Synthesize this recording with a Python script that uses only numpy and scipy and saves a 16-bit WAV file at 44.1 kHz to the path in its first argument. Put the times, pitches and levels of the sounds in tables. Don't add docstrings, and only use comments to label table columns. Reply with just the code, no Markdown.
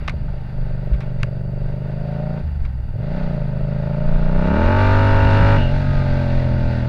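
import sys
import numpy as np
from scipy import signal
from scipy.fft import rfft, irfft, next_fast_len
from scipy.io import wavfile

SR = 44100
rng = np.random.default_rng(int(sys.argv[2]) if len(sys.argv) > 2 else 0)


def output_pcm(signal):
    pcm = np.clip(np.atleast_2d(signal).T, -1, 1) * 32767
    wavfile.write(sys.argv[1], SR, np.round(pcm).astype(np.int16))


N = 303408

IDLE_HZ = 25
SECOND_FIRING = 270 / 720
# f/Hz, width/Hz, level/dB
TRACT_MODES = [(534.4, 48.4, 10.5), (571.6, 63.7, 11.5), (666.4, 43, 6)]


def engine():
    # t/s, cycle rate/Hz
    crank_speed = [(0.0, 26.5), (0.15, 25.3), (0.5, 24.3), (0.78, 24.2), (1.07, 24.8), (1.21, 23.6),
                   (1.74, 24.7), (2.39, 28.6), (2.49, 24.9), (2.91, 18.3), (2.99, 21.9), (3.05, 26.6),
                   (3.1, 29.0), (3.17, 32.3), (3.24, 31.3), (3.35, 27.9), (3.45, 26.0), (3.54, 25.74),
                   (3.72, 26.5), (3.93, 27.22), (4.29, 29.93), (4.44, 32.5), (4.51, 34.6), (4.6, 41.3),
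                   (4.73, 47.0), (4.81, 48.7), (4.97, 50.25), (5.29, 50.2), (5.56, 51.6), (5.61, 46.4),
                   (5.67, 43.7), (5.76, 47.2), (5.9, 46.6), (6.0, 45.7), (6.3, 44.06), (6.88, 40.35)]
    # t/s, opening/0-1
    twist_grip = [(0, 0), (.2, 0.05), (.27, 0.06), (.45, 0.03), (.62, 0.08), (1.65, 0.1), (2.0, 0.2),
                  (2.2, 0.38), (2.385, 0.38), (2.42, 0.02), (2.9, 0), (2.96, 0.08), (3.14, 0.43),
                  (3.3, 0.51), (3.45, 0.36), (3.86, 0.54), (3.93, 0.6), (4.25, 0.69), (4.52, 1), (5.55, 1),
                  (5.62, 0.66), (5.7, 0.51), (5.9, 0.34), (6.17, 0.56), (6.7, 0.5), (6.88, 0.36)]
    rate, = in_time(crank_speed)
    throttle, = in_time(twist_grip)
    cycles = np.cumsum(rate) / SR + .62
    octaves = np.log2(rate / IDLE_HZ)
    shut = np.clip(1 - throttle / .1, 0, 1)
    wide = np.clip((throttle - .6) / .4, 0, 1)
    # idle level/dB, full-throttle gain/dB,
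    # gain per octave of speed/dB, change when shut/dB, extra wide open/dB
    controls = np.array([np.ones(N), throttle, octaves, shut, wide])
    lope = (IDLE_HZ / rate) ** 3
    uneven = dict(spread_db=1.2 * lope + 5 * shut, jitter_s=.00008 * lope)
    return (intake_growl(cycles, controls) + intake_snarl(cycles, rate, controls, uneven)
            + exhaust(cycles, controls) + valve_clatter(cycles, rate, controls, uneven)
            + intake_breath(controls) + case_hiss(cycles, octaves, controls) + engine_overtones(cycles))


def intake_growl(cycles, controls):
    growl_law = (-26, 10.5, -10, -7.5, 2)
    order = 5.37 * 2 ** (-.05 * controls[2])
    return from_db(growl_law @ controls + .19 * drift(27)) * gas_strokes(cycles, order, width=.1)


def intake_snarl(cycles, rate, controls, uneven):
    # f/Hz, width/Hz, level/dB
    body_modes = [(269, 37, -9.5), (393.4, 87, -2), (537, 33, -13.5)]
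    rasp_modes = [(750, 60, -18), (851, 85, 3), (924, 70, 7), (1288, 180, -4), (1445, 35, 3.5),
                  (1557, 160, -5.5), (1774, 60, -6), (1865, 53, -13), (2354, 34, -9.5), (2440, 38, -16),
                  (2870, 180, -14.5)]
    body_law = (-43, 4, 1, -16.5, 11)
    snarl_law = (-42, 12, 6, -18.5, 1)
    rasp_law = (-59, 25, 10.5, -4, 2.5)
    opening = cycles + .22
    soft = signal.sosfilt(butter(4, 960), firings(opening, second_db=4, **uneven))
    bright = signal.sosfilt(butter(4, 3140), firings(opening, second_db=2.5, **uneven))
    body = ring_modes(soft, body_modes, rate)
    snarl = ring_modes(duct_echo(soft, delay_s=.00743, db=-6), TRACT_MODES, rate)
    rasp = ring_modes(duct_echo(bright, delay_s=.0075, db=-9.5), rasp_modes, rate)
    return (from_db(body_law @ controls) * body + from_db(snarl_law @ controls) * snarl
            + from_db(rasp_law @ controls) * rasp)


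def exhaust(cycles, controls):
    # t/s, level/dB
    thud_levels = [(0, -31), (.6, -40.5), (2.39, -55), (2.44, -21.5), (2.85, -27.5), (3.1, -67), (3.3, -70),
                   (3.55, -41.5), (4.1, -47.5), (4.64, -73.5), (5.0, -46.5), (5.6, -21), (6.88, -20)]
    drone_law = (-47, 18.5, 13, 3, 0.8)
    thud_db, = in_time(thud_levels)
    thud = gas_strokes(cycles - .026, order=3.2, width=.18, lean=.62)
    drone = np.sqrt(2) * np.sin(4 * np.pi * (cycles - .2))
    return from_db(thud_db + .5 * drift(8)) * thud + from_db(drone_law @ controls + .5 * drift(8.6)) * drone


def valve_clatter(cycles, rate, controls, uneven):
    # f/Hz, width/Hz, level/dB
    clatter_modes = [(710, 120, 1.5), (1130, 150, 0.5), (1353, 120, 4), (1512, 195, 2), (1950, 252, -7.5),
                     (2330, 300, -13.5)]
    clatter_law = (-62.5, 2, 25.5, -7, 2)
    knocks = firings(cycles - .1308, second_db=-10.5, **uneven)
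    return from_db(clatter_law @ controls) * ring_modes(knocks, clatter_modes, rate)


def intake_breath(controls):
    breath_law = (-52, 9, -3.5, -7.5, 4)
    breath = ring_modes(rng.standard_normal(N), TRACT_MODES, rate=1)
    return from_db(breath_law @ controls + drift(24)) * breath


def case_hiss(cycles, octaves, controls):
    # f/Hz, level/dB
    hiss_colour = [(400, -6), (650, -4), (900, -3.5), (1150, -16), (1500, -6.5), (1950, -12), (2350, -18.5),
                   (2750, -16), (3200, -23.5), (3600, -22.5), (4200, -25), (4900, -30.5), (5600, -38),
                   (8000, -50.5), (15300, -65.5)]
    hiss_law = (-46.5, 9, 15, 1, 0)
    ring_law = (-66.5, 3.5, 7, 0.5, -12.5)
    puffs = 1 + .079 * np.cos(2 * np.pi * cycles) + .061 * np.cos(6 * np.pi * cycles)
    hiss = puffs * coloured(hiss_colour) * from_db(hiss_law @ controls + 1.2 * drift(5))
    lows = signal.sosfiltfilt(butter(2, 2500), hiss)
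    hiss -= (1 - from_db(-9 * octaves)) * lows
    return hiss + from_db(ring_law @ controls + 1.3 * drift(20)) * narrow_hiss(4630, 4630)


def engine_overtones(cycles):
    # t/s, f/Hz, level/dB
    whistle = [(4.7, 1240, -75), (4.85, 1290, -42), (5.5, 1630, -39), (5.6, 1640, -75)]
    overtones = {27: [(2.03, 2.36, -38), (3.15, 3.28, -42.5), (5.831, 6.0, -38.5)], 22: [(2.1, 2.36, -39),
                 (3.38, 4.3, -39)], 12: [(4.78, 5.5, -34.5)], 24: [(4.76, 4.98, -33)],
                 26: [(4.88, 5.53, -36)], 31: [(4.8, 5.53, -39.5)], 20: [(5.9, 6.7, -44)],
                 34: [(5.9, 6.85, -47)], 35: [(5.8, 6.7, -48.5)], 45: [(6.15, 6.78, -51)]}
    rise_s, fall_s = .08, .045
    t = np.arange(N) / SR
    hz, whistle_db = in_time(whistle)
    out = from_db(whistle_db + 3 * drift(3)) * np.sin(2 * np.pi * np.cumsum(hz) / SR)
    for order, spells in overtones.items():
        level = 0
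        for start, end, db in spells:
            fade = np.minimum((t - start) / rise_s, (end - t) / fall_s)
            level += from_db(db) * np.exp(np.minimum(0, fade))
        out += level * from_db(2.5 * drift(3.6)) * np.sin(2 * np.pi * order * cycles + .83 * drift(6.6))
    return out


def throttle_plate():
    # t/s, level/dB
    hiss_levels = [(4.5, -67.5), (4.8, -46), (5.2, -39.5), (5.4, -41.5), (5.55, -44), (5.6, -32.5),
                   (5.65, -34), (5.76, -52), (5.85, -80)]
    return from_db(in_time(hiss_levels)[0]) * narrow_hiss(2780, 2880)


def wind():
    # t/s, level/dB
    buffet_levels = [(0, -26.5), (.7, -36), (2.3, -35.5), (2.6, -33), (4.3, -37), (5.4, -16.5), (5.7, -25),
                     (6.88, -27.5)]
    # crest t/s, lift/dB, half length/s
    gusts = [(0.64, 15.5, 0.052), (1.135, 10, 0.29), (1.65, 7.5, 0.055), (2.631, 14, 0.032),
             (3.159, 6.5, 0.029), (3.285, 13.5, 0.16), (3.628, 12.5, 0.038), (4.141, 13.5, 0.14),
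             (4.662, 16, 0.015), (4.367, 10.5, 0.084), (5.24, 7.5, 0.98), (6.186, 6, 0.35)]
    # f/Hz, level/dB
    rumble_colour = [(8, -9.5), (22, 11.5), (32, 0), (48, -16.5), (70, -31), (300, -62), (4000, -110)]
    buffet_colour = [(20, -16), (50, -3), (90, -13), (140, -15), (220, -18), (400, -39.5), (800, -44.5),
                     (4000, -100)]
    t = np.arange(N) / SR
    buffet_db, = in_time(buffet_levels)
    steady_db = -28.5 + .42 * (buffet_db - buffet_db.mean())
    gust_db = sum(db * np.exp(-((t - s) / half) ** 2) for s, db, half in gusts)
    rumble = from_db(steady_db + gust_db) * coloured(rumble_colour)
    return rumble + from_db(buffet_db + 2.2 * drift(8)) * coloured(buffet_colour)


def stones():
    # t/s, strength/dB, rattle length/s, contact edge f/Hz
    hits = [(0.0, -40, 0.11, 4000), (0.0782, -13, 0.0024, 4960), (0.082, -12, 0.0045, 4400),
            (0.0946, -19.5, 0.0068, 7000), (.107, -34, 0.014, 3500), (0.932, -36, 0.028, 5500),
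            (1.006, -28.5, 0.005, 8000), (1.011, -34.5, 0.032, 5500), (1.199, -39, 0.06, 6000),
            (1.231, -13.5, 0.0013, 9000), (1.232, -12, .002, 5000), (2.651, -32.5, 0.014, 5000)]
    # f/Hz, level/dB
    modes = [(300, -7), (600, -12.5), (1050, -4.5), (1500, -4), (2200, 0), (2800, -3), (3600, -5.5),
             (5200, -7.5), (5900, -8), (7100, -14), (9300, -13), (13500, -35)]
    rattle_db, ring_cycles = -16.5, 11
    contacts, t = np.zeros(N), np.arange(SR // 10) / SR
    for s, db, length, edge_hz in hits:
        grains = rng.standard_normal(len(t)) * (rng.random(len(t)) < .4)
        burst = from_db(rattle_db) * grains * np.exp(-(t / length) ** 2)
        burst[0] = 1
        burst = signal.sosfilt(butter(2, [edge_hz / 6, edge_hz], "band"), burst)
        contacts[round(s * SR):][:len(t)] += from_db(db) * burst
    return sum((-1) ** k * from_db(db) * ring(contacts, hz, ring_cycles / hz)
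               for k, (hz, db) in enumerate(modes))


def thumps():
    # t/s, level/dB, f/Hz, length/s
    jolts = [(.913, -8, 52, .07), (.145, -16, 60, .05), (.207, -16, 70, .05), (1.2272, -18, 125, .03)]
    out, t = np.zeros(N), np.arange(SR // 4) / SR
    for s, db, hz, length in jolts:
        age = t / (.2 * length)
        out[round(s * SR):][:len(t)] += from_db(db) * age * np.exp(1 - age) * np.sin(2 * np.pi * hz * t)
    return out


def gas_strokes(cycles, order, width, lean=0.):
    out = 0
    for start, db in ((0, 0), (SECOND_FIRING, 1)):
        angle = (cycles - start + .5) % 1 - .5
        window = np.exp(-(angle / width) ** 2 / 2)
        out -= from_db(db) * window * np.cos(2 * np.pi * order * angle - lean)
    return rms_one(out)


def firings(cycles, second_db, spread_db, jitter_s):
    samples = np.arange(N)
    whole = np.arange(-1, int(cycles[-1]) + 1)
    turns = np.sort(np.concatenate([whole, whole + SECOND_FIRING]))
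    timing, strength = rng.standard_normal((len(turns), 2)).T
    at = np.interp(turns, cycles, samples, left=-SR, right=-SR)
    at += np.interp(at, samples, jitter_s) * SR * timing
    size = from_db(second_db * (turns % 1 > 0) + np.interp(at, samples, spread_db) * strength)
    inside = (at >= 0) & (at < N - 1)
    clicks = np.zeros(N)
    clicks[at[inside].astype(int)] = size[inside]
    return clicks


def duct_echo(pulses, delay_s, db):
    samples = np.arange(N)
    return pulses - from_db(db) * np.interp(samples - delay_s * SR, samples, pulses, left=0)


def ring_modes(x, modes, rate):
    rung = sum((-1) ** k * from_db(db) * resonance(x, hz, width) for k, (hz, width, db) in enumerate(modes))
    return rms_one(rung / np.sqrt(rate))


def ring(x, hz, t60):
    r, w = from_db(-60 / (t60 * SR)), 2 * np.pi * hz / SR
    return signal.lfilter([0, np.sin(w)], [1, -2 * r * np.cos(w), r * r], x + 1e-18)


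def resonance(x, hz, width_hz):
    r = np.exp(-np.pi * width_hz / SR)
    poles = [1, -2 * r * np.cos(2 * np.pi * hz / SR), r * r]
    return signal.lfilter([(1 - r * r) / 2, 0, (r * r - 1) / 2], poles, x + 1e-18)


def narrow_hiss(first_hz, second_hz, width_hz=300):
    return rms_one(resonance(resonance(rng.standard_normal(N), first_hz, width_hz), second_hz, width_hz))


def coloured(spectrum):
    hz, db = np.transpose(spectrum)
    size = next_fast_len(N)
    grid = np.maximum(np.arange(size // 2 + 1) * SR / size, 1)
    gain = from_db(np.interp(np.log(grid), np.log(hz), db))
    return rms_one(irfft(rfft(rng.standard_normal(size)) * gain, size)[:N])


def drift(hz):
    r = np.exp(-2 * np.pi * hz / SR)
    return rms_one(signal.lfilter([1], [1, -2 * r, r * r], rng.standard_normal(N + SR))[SR:])


def in_time(rows):
    s, *columns = np.transpose(rows)
    return [np.interp(np.arange(N) / SR, s, c) for c in columns]


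def butter(order, hz, kind="low"):
    return signal.butter(order, hz, kind, fs=SR, output="sos")


def from_db(db):
    return 10 ** (np.asarray(db) / 20)


def rms_one(x):
    return x / np.sqrt(np.mean(x ** 2) + 1e-20)


def scene():
    mic_hiss = from_db(-71.5) * rng.standard_normal(N)
    return (engine() + throttle_plate() + wind() + stones() + thumps() + mic_hiss)[None]


def record(dry):
    # f/Hz, width/Hz, level/dB
    notches = [(1009, 64, -32), (1675, 81, -34), (3025, 195, -35)]
    ceiling, knee, cutoff_hz = .58, 8, 15600
    for hz, width_hz, db in notches:
        dry = dry - (1 - from_db(db)) * resonance(dry, hz, width_hz)
    held = dry / (1 + np.abs(dry / ceiling) ** knee) ** (1 / knee)
    return signal.sosfilt(signal.cheby2(12, 60, cutoff_hz, fs=SR, output="sos"), held)


dry = scene()
out = record(dry)
output_pcm(out)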